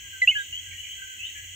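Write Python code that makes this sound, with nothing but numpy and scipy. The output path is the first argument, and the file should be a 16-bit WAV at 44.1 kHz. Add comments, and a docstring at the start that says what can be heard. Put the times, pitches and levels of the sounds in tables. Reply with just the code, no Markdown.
"""Tree frogs at night

A frog close by whistles one call with its vocal sac: a nearly flat low note, then a louder rising one.
Other frogs give the same notes from farther off, smeared by leaves and trunks, over a blurred far chorus.
Insects rasp their wings in the treble. Faint hoots and taps, a low rumble and a hum lie underneath."""
import sys
import numpy as np
from scipy import signal
from scipy.fft import rfft, irfft, next_fast_len
from scipy.io import wavfile
from scipy.ndimage import uniform_filter1d, map_coordinates

SR = 44100
rng = np.random.default_rng(int(sys.argv[2]) if len(sys.argv) > 2 else 0)


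def master_out(mix):
    """Clip the mix to full scale and print it as 16-bit PCM to the path in sys.argv[1]."""
    frames = np.transpose(np.atleast_2d(mix))
    ceiling = np.clip(frames, -1, 1)
    pcm = np.round(ceiling * 32767).astype(np.int16)
    wavfile.write(sys.argv[1], SR, pcm)


N = 68355


# The near frog's two notes. Each row: time in seconds, pitch in Hz, level in dB.
NEAR_LOW_NOTE = [(.2165, 2130, -44), (.219, 2065, -18.5), (.222, 2045, -15.3), (.228, 2003, -16.8),
                 (.241, 1995, -19.8), (.249, 1945, -24.8), (.255, 1925, -40), (.261, 1920, -56)]
NEAR_RISING_NOTE = [(.2733, 2480, -48), (.275, 2575, -14.5), (.277, 2675, -11.6), (.284, 2785, -11.9),
                    (.293, 2905, -13.6), (.303, 2985, -18.3), (.313, 3050, -25.5), (.319, 3040, -35),
                    (.326, 2950, -55)]
# Their overtones. Each row: multiple of the pitch, level in dB compared with the note.
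LOW_OVERTONES = [(2, -25)]
RISE_OVERTONES = [(2, -55.5), (4, -43)]

def near_frog():
    """The frog whistles a low note, then a rising one, each opening with a soft pop."""
    return (pops() + near_note(NEAR_LOW_NOTE, LOW_OVERTONES, pan_db=-1.2, lead=-1.6)
            + near_note(NEAR_RISING_NOTE, RISE_OVERTONES, pan_db=-2, lead=.25))


def near_note(rows, overtones, pan_db, lead):
    """One clean note with little echo; its edges are softly rounded."""
    times, hz, db = np.transpose(rows)
    t = clock()
    gain = amp(np.interp(t, times, db, left=-120, right=-120))
    gain *= 1 + .015 * wobble(250)  # slight roughness
    rounded = uniform_filter1d(uniform_filter1d(gain, size=30), size=22)
    voice = whistle(np.interp(t, times, hz), rounded, overtones)
    return in_foliage(voice, pan_db, lead, echo_db=-28)


# The near frog's pops. Each row: start in seconds, level in dB.
POPS = [(0.216, -34.5), (0.2715, -30.5)]
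# Their tone colour. Each row: frequency in Hz, relative level in dB.
POP_COLOUR = [(300, -60.5), (1200, -49), (1700, -16.5), (2100, -1), (2800, 7.5), (3500, -6.5), (4200, -16),
              (5000, -19), (6500, -35.5), (9000, -71)]

def pops(attack_s=.0025, fade_s=.056):
    """A quick burst of noise as each near note starts."""
    t = clock()
    bursts = np.zeros(N)
    for start, db in POPS:
        onset = np.sin(np.pi / 2 * np.clip((t - start) / attack_s, 0, 1)) ** 2
        bursts += onset * amp(db - 60 * np.abs(t - start) / fade_s)
    return bursts * noise(lambda hz: amp(along(POP_COLOUR, hz)), lambda hz: .8)


# Other frogs' low notes. Each row: start in seconds, length in seconds, pitch in Hz, level in dB,
# left minus right in dB, left side's lead in radians, echo compared with the direct sound in dB.
LOW_NOTES = [(.0, .09, 1680, -51.5, 3, 1.5, -0.5), (.125, 0.048, 1610, -41, -2, -2, -5.5),
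             (0.311, .02, 2235, -25.5, -3, 0.44, -18.5), (0.351, 0.07, 1698, -27.5, -4, -2, -25.5),
             (0.654, 0.053, 1665, -48.5, -6, 4.5, -1.5), (0.975, .04, 1608, -44, 2, 4, -1.5),
             (1.015, 0.031, 1617, -37.5, -2.5, 4, -8.5), (1.071, 0.086, 1594, -45, -4.5, 3.5, -11.5),
             (1.282, 0.023, 1988, -45.5, 0, 4.5, -10), (1.351, 0.059, 1735, -43, 4, -2.5, -12),
             (1.374, 0.029, 2003, -45.5, -2, 1, -6), (1.419, .045, 1715, -53, -4, 4.5, -18)]
# Their overtone. Each row: multiple of the pitch, level in dB compared with the note.
OTHER_OVERTONES = [(2, -33.5)]
# Rising notes. Each row: as for the low notes, but with a first and a last pitch in Hz.
RISING_NOTES = [(0.305, 0.023, 2540, 2590, -30, 0, 1.3, -9), (0.327, 0.027, 2598, 2820, -37.5, 3, 2, -8),
                (0.345, 0.035, 2866, 3030, -29.5, 4.5, 2, -9), (0.373, 0.021, 3220, 3310, -40, 2, 0, -2),
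                (0.367, .025, 3400, 3820, -47.5, 3, 0, 14), (0.523, 0.046, 2810, 3114, -33.5, 2.5, 2, -5),
                (0.572, 0.031, 3170, 3253, -30.5, 4.5, 2.5, -6.5),
                (.775, 0.034, 2780, 3060, -38.5, 8, -0.2, 4), (.835, 0.023, 2900, 3184, -38, 3.5, 2, 6.5),
                (.892, .035, 2880, 3186, -32, 2.5, -0.5, 3), (1.187, .04, 2540, 2760, -35, -2, 0.8, 4),
                (1.228, .03, 2790, 3077, -31, 5, -0.4, 1), (1.246, .022, 3350, 3770, -47.5, 16, 1, 9)]
# Falling chirps. Each row: start and length in seconds, first and last pitch in Hz, level in dB.
CHIRPS = [(0.709, 0.02, 2550, 1910, -34.5), (0.837, 0.028, 2500, 1954, -38),
          (1.357, 0.0186, 2600, 1950, -40.5)]

def other_frogs(sag=.0571, bend=1.36):
    """Frogs all around whistle sagging low notes, rising notes and falling chirps through the leaves."""
    out = np.zeros((2, N))
    for start, length, hz, db, pan_db, lead, echo_db in LOW_NOTES:
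        progress, gain = note(start, length)
        voice = whistle(hz * (1 - sag * progress), amp(db) * gain, OTHER_OVERTONES)
        out += in_foliage(voice, pan_db, lead, echo_db)
    for start, length, first_hz, last_hz, db, pan_db, lead, echo_db in RISING_NOTES:
        progress, gain = note(start, length, attack_s=.0044, release_s=.0063, fade_db=-.5)
        hz = last_hz + (first_hz - last_hz) * (1 - progress) ** bend
        out += in_foliage(whistle(hz, amp(db) * gain * flutter()), pan_db, lead, echo_db)
    for start, length, first_hz, last_hz, db in CHIRPS:
        progress, gain = note(start, length)
        hz = first_hz + (last_hz - first_hz) * progress
        out += in_foliage(whistle(hz, amp(db) * gain * flutter()), 0, 0, echo_db=3.5)
    return out


# The far chorus's tone colour. Each row: frequency in Hz, relative level in dB.
CHORUS_COLOUR = [(1250, -65.5), (1450, -29.5), (1550, -12), (1690, -11.5), (1780, -33), (1980, -2),
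                 (2200, -13.5), (2550, -13), (2950, 0), (3280, -3), (3450, -20), (3700, -35.5),
                 (4150, -17.5), (4600, -43.5), (5500, -71.5)]
# Its spread. Each row: frequency in Hz, how alike left and right are (1 same, -1 opposite).
CHORUS_ALIKE = [(1500, -0.49), (1750, -.3), (2000, -0.088), (2400, .5), (2900, 0.32), (3300, 0.22),
                (3700, 0.3), (4600, .35)]

def far_chorus(level_db=-43.5):
    """Countless frogs blur into bands of noise at the pitches of their two notes."""
    blur = noise(lambda hz: amp(along(CHORUS_COLOUR, hz)), lambda hz: along(CHORUS_ALIKE, hz))
    return blur * amp(level_db - .04 * wobble(8.9))


# The cricket crowd. Each row: centre in Hz, width in Hz, level in dB,
# how alike left and right are, left side's lead in radians.
CRICKET_BANDS = [(5836, 222, -61, 0.34, -2.1), (6417, 200, -52, 0.41, 0.5), (7020, 85, -53, 0.26, .3)]
# Single crickets. 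Each row: pitch in Hz, level in dB.
SINGLE_CRICKETS = [(5693, -72), (6210, -66.5), (6370, -61.5), (6792, -65), (6946, -65), (7098, -67.5),
                   (7189, -68), (15105, -72)]

def crickets(waver_hz=18):
    """Many rasping wings ring in a few bands; single crickets stand out as thin wavering tones."""
    out = np.zeros((2, N))
    for centre, width, db, alike, lead in CRICKET_BANDS:
        band = noise(lambda hz: (1 + ((hz - centre) / width) ** 2 / 12) ** -3, lambda hz: alike, lead)
        out += band * amp(db + 1.5 * wobble(64))
    for hz, db in SINGLE_CRICKETS:
        waver = unit(wobble(waver_hz) + 1j * wobble(waver_hz))
        tone = whistle(np.full(N, hz), amp(db) * waver)
        out += (tone * stereo(0, rng.normal(0, .6))).real
    return out


# A nearer bush cricket's tone colour. Each row: frequency in Hz, relative level in dB.
RASP_COLOUR = [(6500, -25.5), (7100, 3), (7520, -6), (7950, 2), (8350, -1.5), (8700, -22.5), (9050, -37),
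               (9400, -50.5), (10300, -50), (11200, -24), (12200, -19), (13000, -11), (13700, -10),
               (14400, -10), (14850, -5), (15150, -7), (15700, -13.5), (16000, -32.5)]

def bush_cricket(level_db=-51, stroke_hz=39.3):
    """A steady broad rasp from the right, faintly pulsed by the wing strokes."""
    rasp = noise(lambda hz: amp(along(RASP_COLOUR, hz)), lambda hz: .94, lead=-2.06, lag_s=.0002399)
    strokes_db = .7 * np.sin(2 * np.pi * stroke_hz * clock())
    return rasp * amp(level_db + strokes_db + .6 * wobble(50))


# Far hoots. Each row: start in seconds, length in seconds, level in dB.
HOOTS = [(.0, 0.095, -71), (0.118, 0.039, -69)]

def hoots(pitch_hz=1081):
    """A far animal gives two faint, even notes, heard mostly as echo."""
    gain = sum(amp(db) * note(start, length, fade_db=0)[1] for start, length, db in HOOTS)
    return in_foliage(whistle(np.full(N, pitch_hz), gain), 0, 0, echo_db=8)


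# Soft taps. Each row: start in seconds, level in dB.
TAPS = [(1.306, -61), (1.334, -60), (1.445, -57)]

def taps(centre_hz=337, fade_s=.047):
    """Dull little knocks, perhaps drips landing on leaves."""
    t = clock()
    bursts = sum((t >= start) * amp(db - 60 * np.abs(t - start) / fade_s) for start, db in TAPS)
    return bursts * noise(lambda hz: (1 + (hz / centre_hz - 1) ** 2) ** -2, lambda hz: .7)


# Tone colours of the rumble and the air. Each row: frequency in Hz, relative level in dB.
RUMBLE_COLOUR = [(15, -23.5), (30, -23), (50, 1), (70, -1.5), (120, -6), (170, -21.5), (350, -26.5),
                 (800, -63)]
AIR_COLOUR = [(60, -4), (170, -6), (350, -0.5), (650, -13), (1300, -15), (5000, -6.5), (8300, -9.5),
              (9200, -46.5), (16000, -44)]
# The spread of both. Each row: frequency in Hz, how alike left and right are.
RUMBLE_ALIKE = [(60, 0.78), (150, 0.81), (450, 0.51), (900, 0.76), (5000, 0)]
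# How the rumble and the hum swell and fade. Each row: time in seconds, level in dB.
RUMBLE_LEVEL = [(0, -55), (.05, -57), (.1, -59), (.25, -65.5), (.34, -58.5), (0.419, -64), (.53, -53.5),
                (.6, -62.5), (.74, -53), (.87, -63), (1.0, -59.5), (1.12, -63.5), (1.249, -63),
                (1.36, -60.5), (1.55, -60.5)]
HUM_LEVEL = [(0, -65), (.2, -57.5), (.45, -63.5), (0.719, -52), (.83, -59.5), (.92, -70), (1.15, -70.5),
             (1.24, -58.5), (1.32, -64), (1.431, -55), (1.55, -52)]

def rumble(air_db=-64.5, hum_hz=89):
    """Low outdoor rumble, soft air and a hum, perhaps from a far engine."""
    alike = lambda hz: along(RUMBLE_ALIKE, hz)
    swell = lambda rows: amp(np.interp(clock(), *np.transpose(rows)))
    low = swell(RUMBLE_LEVEL) * noise(lambda hz: amp(along(RUMBLE_COLOUR, hz)), alike)
    air = amp(air_db + wobble(10)) * noise(lambda hz: amp(along(AIR_COLOUR, hz)), alike)
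    hum = whistle(hum_hz + .88 * wobble(5), swell(HUM_LEVEL)).real
    return low + air + hum


def whistle(hz, gain, overtones=()):
    """An almost pure tone, as complex numbers; overtones show where it is loudest."""
    phase = 2 * np.pi * np.cumsum(hz) / SR
    effort = (np.abs(gain) / (np.abs(gain).max() + 1e-12)) ** 1.6
    upper = sum(amp(db) * np.exp(1j * round(multiple) * phase) for multiple, db in overtones)
    return np.sqrt(2) * gain * (np.exp(1j * phase) + effort * upper)


def note(start, length, attack_s=.0069, release_s=.042, fade_db=2.5):
    """How far along a note is (0 to 1), and its gain as it opens, holds and closes."""
    t = clock() - start
    progress = np.clip(t / length, 0, 1)
    gate = np.clip(t / attack_s, 0, 1) * np.clip((length - t) / release_s + .5, 0, 1)
    return progress, np.sin(np.pi / 2 * gate) ** 2 * amp(-fade_db * progress)


def in_foliage(voice, pan_db, lead, echo_db, fade_s=.31, delay_s=.0088):
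    """Share a voice's power between the direct sound and its echo off leaves and trunks."""
    t = np.arange(SR // 2) / SR
    tail = rng.standard_normal((2, len(t))) * amp(-60 * t / fade_s) * (t > delay_s)
    echo = signal.fftconvolve(voice.real[None], tail, axes=1)[:, :N]
    echo = np.array([unit(side) for side in echo]) * voice.real.std()
    direct = (voice * stereo(pan_db, lead)).real
    return (direct + amp(echo_db) * echo) / np.hypot(1, amp(echo_db))


def flutter(depth=.92, rate_hz=192.2):
    """Many paths through the leaves beat against each other and break up a gliding note."""
    return unit(1 + depth * (wobble(rate_hz) + 1j * wobble(rate_hz)))


def noise(gain, alike, lead=0, lag_s=0):
    """Stereo noise of power 1; gain and likeness depend on frequency, and the left side may lag."""
    def shape(hz):
        spread = np.arccos(np.clip(alike(hz), -1, 1)) / 2 * np.ones_like(hz)
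        return gain(hz) * np.array([np.cos(spread), np.sin(spread)])
    mid, side = filtered(rng.standard_normal((2, N)), shape)
    left_right = np.array([mid + side, mid - side])
    return unit(filtered(left_right, lambda hz: stereo(0, lead - 2 * np.pi * hz * lag_s)))


def stereo(pan_db, lead):
    """Left and right gains: the left is pan_db louder and its wave is lead radians ahead."""
    side = np.array([[.5], [-.5]])
    return amp(side * pan_db) * np.exp(1j * side * lead)


def filtered(x, response):
    """Multiply each frequency in x by its response."""
    size = next_fast_len(N + SR // 2)
    return irfft(rfft(x, size) * response(np.fft.rfftfreq(size, 1 / SR)), size)[..., :N]


def wobble(rate):
    """A smooth curve through rate random points a second."""
    return map_coordinates(rng.standard_normal(int(N * rate / SR) + 4), [clock() * rate], mode="nearest")


def along(rows, hz):
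    """Read between a table's rows on a log frequency scale."""
    row_hz, values = np.transpose(rows)
    return np.interp(np.log(hz + 1), np.log(row_hz + 1), values)


def amp(db):
    """Turn decibels into gain."""
    return 10 ** (np.asarray(db) / 20)


def unit(x):
    """Scale to an average power of 1."""
    return x / np.sqrt(np.mean(np.abs(x) ** 2) + 1e-20)


def clock():
    """The time of each sample in seconds."""
    return np.arange(N) / SR


def scene():
    """Frogs near and far over insects and rumble."""
    frogs = near_frog() + other_frogs() + far_chorus()
    return frogs + hoots() + taps() + crickets() + bush_cricket() + rumble()


def record(dry, top_hz=15800):
    """Cut off the very highest treble."""
    return filtered(dry, lambda hz: hz < top_hz)


dry = scene()
out = record(dry)
master_out(out)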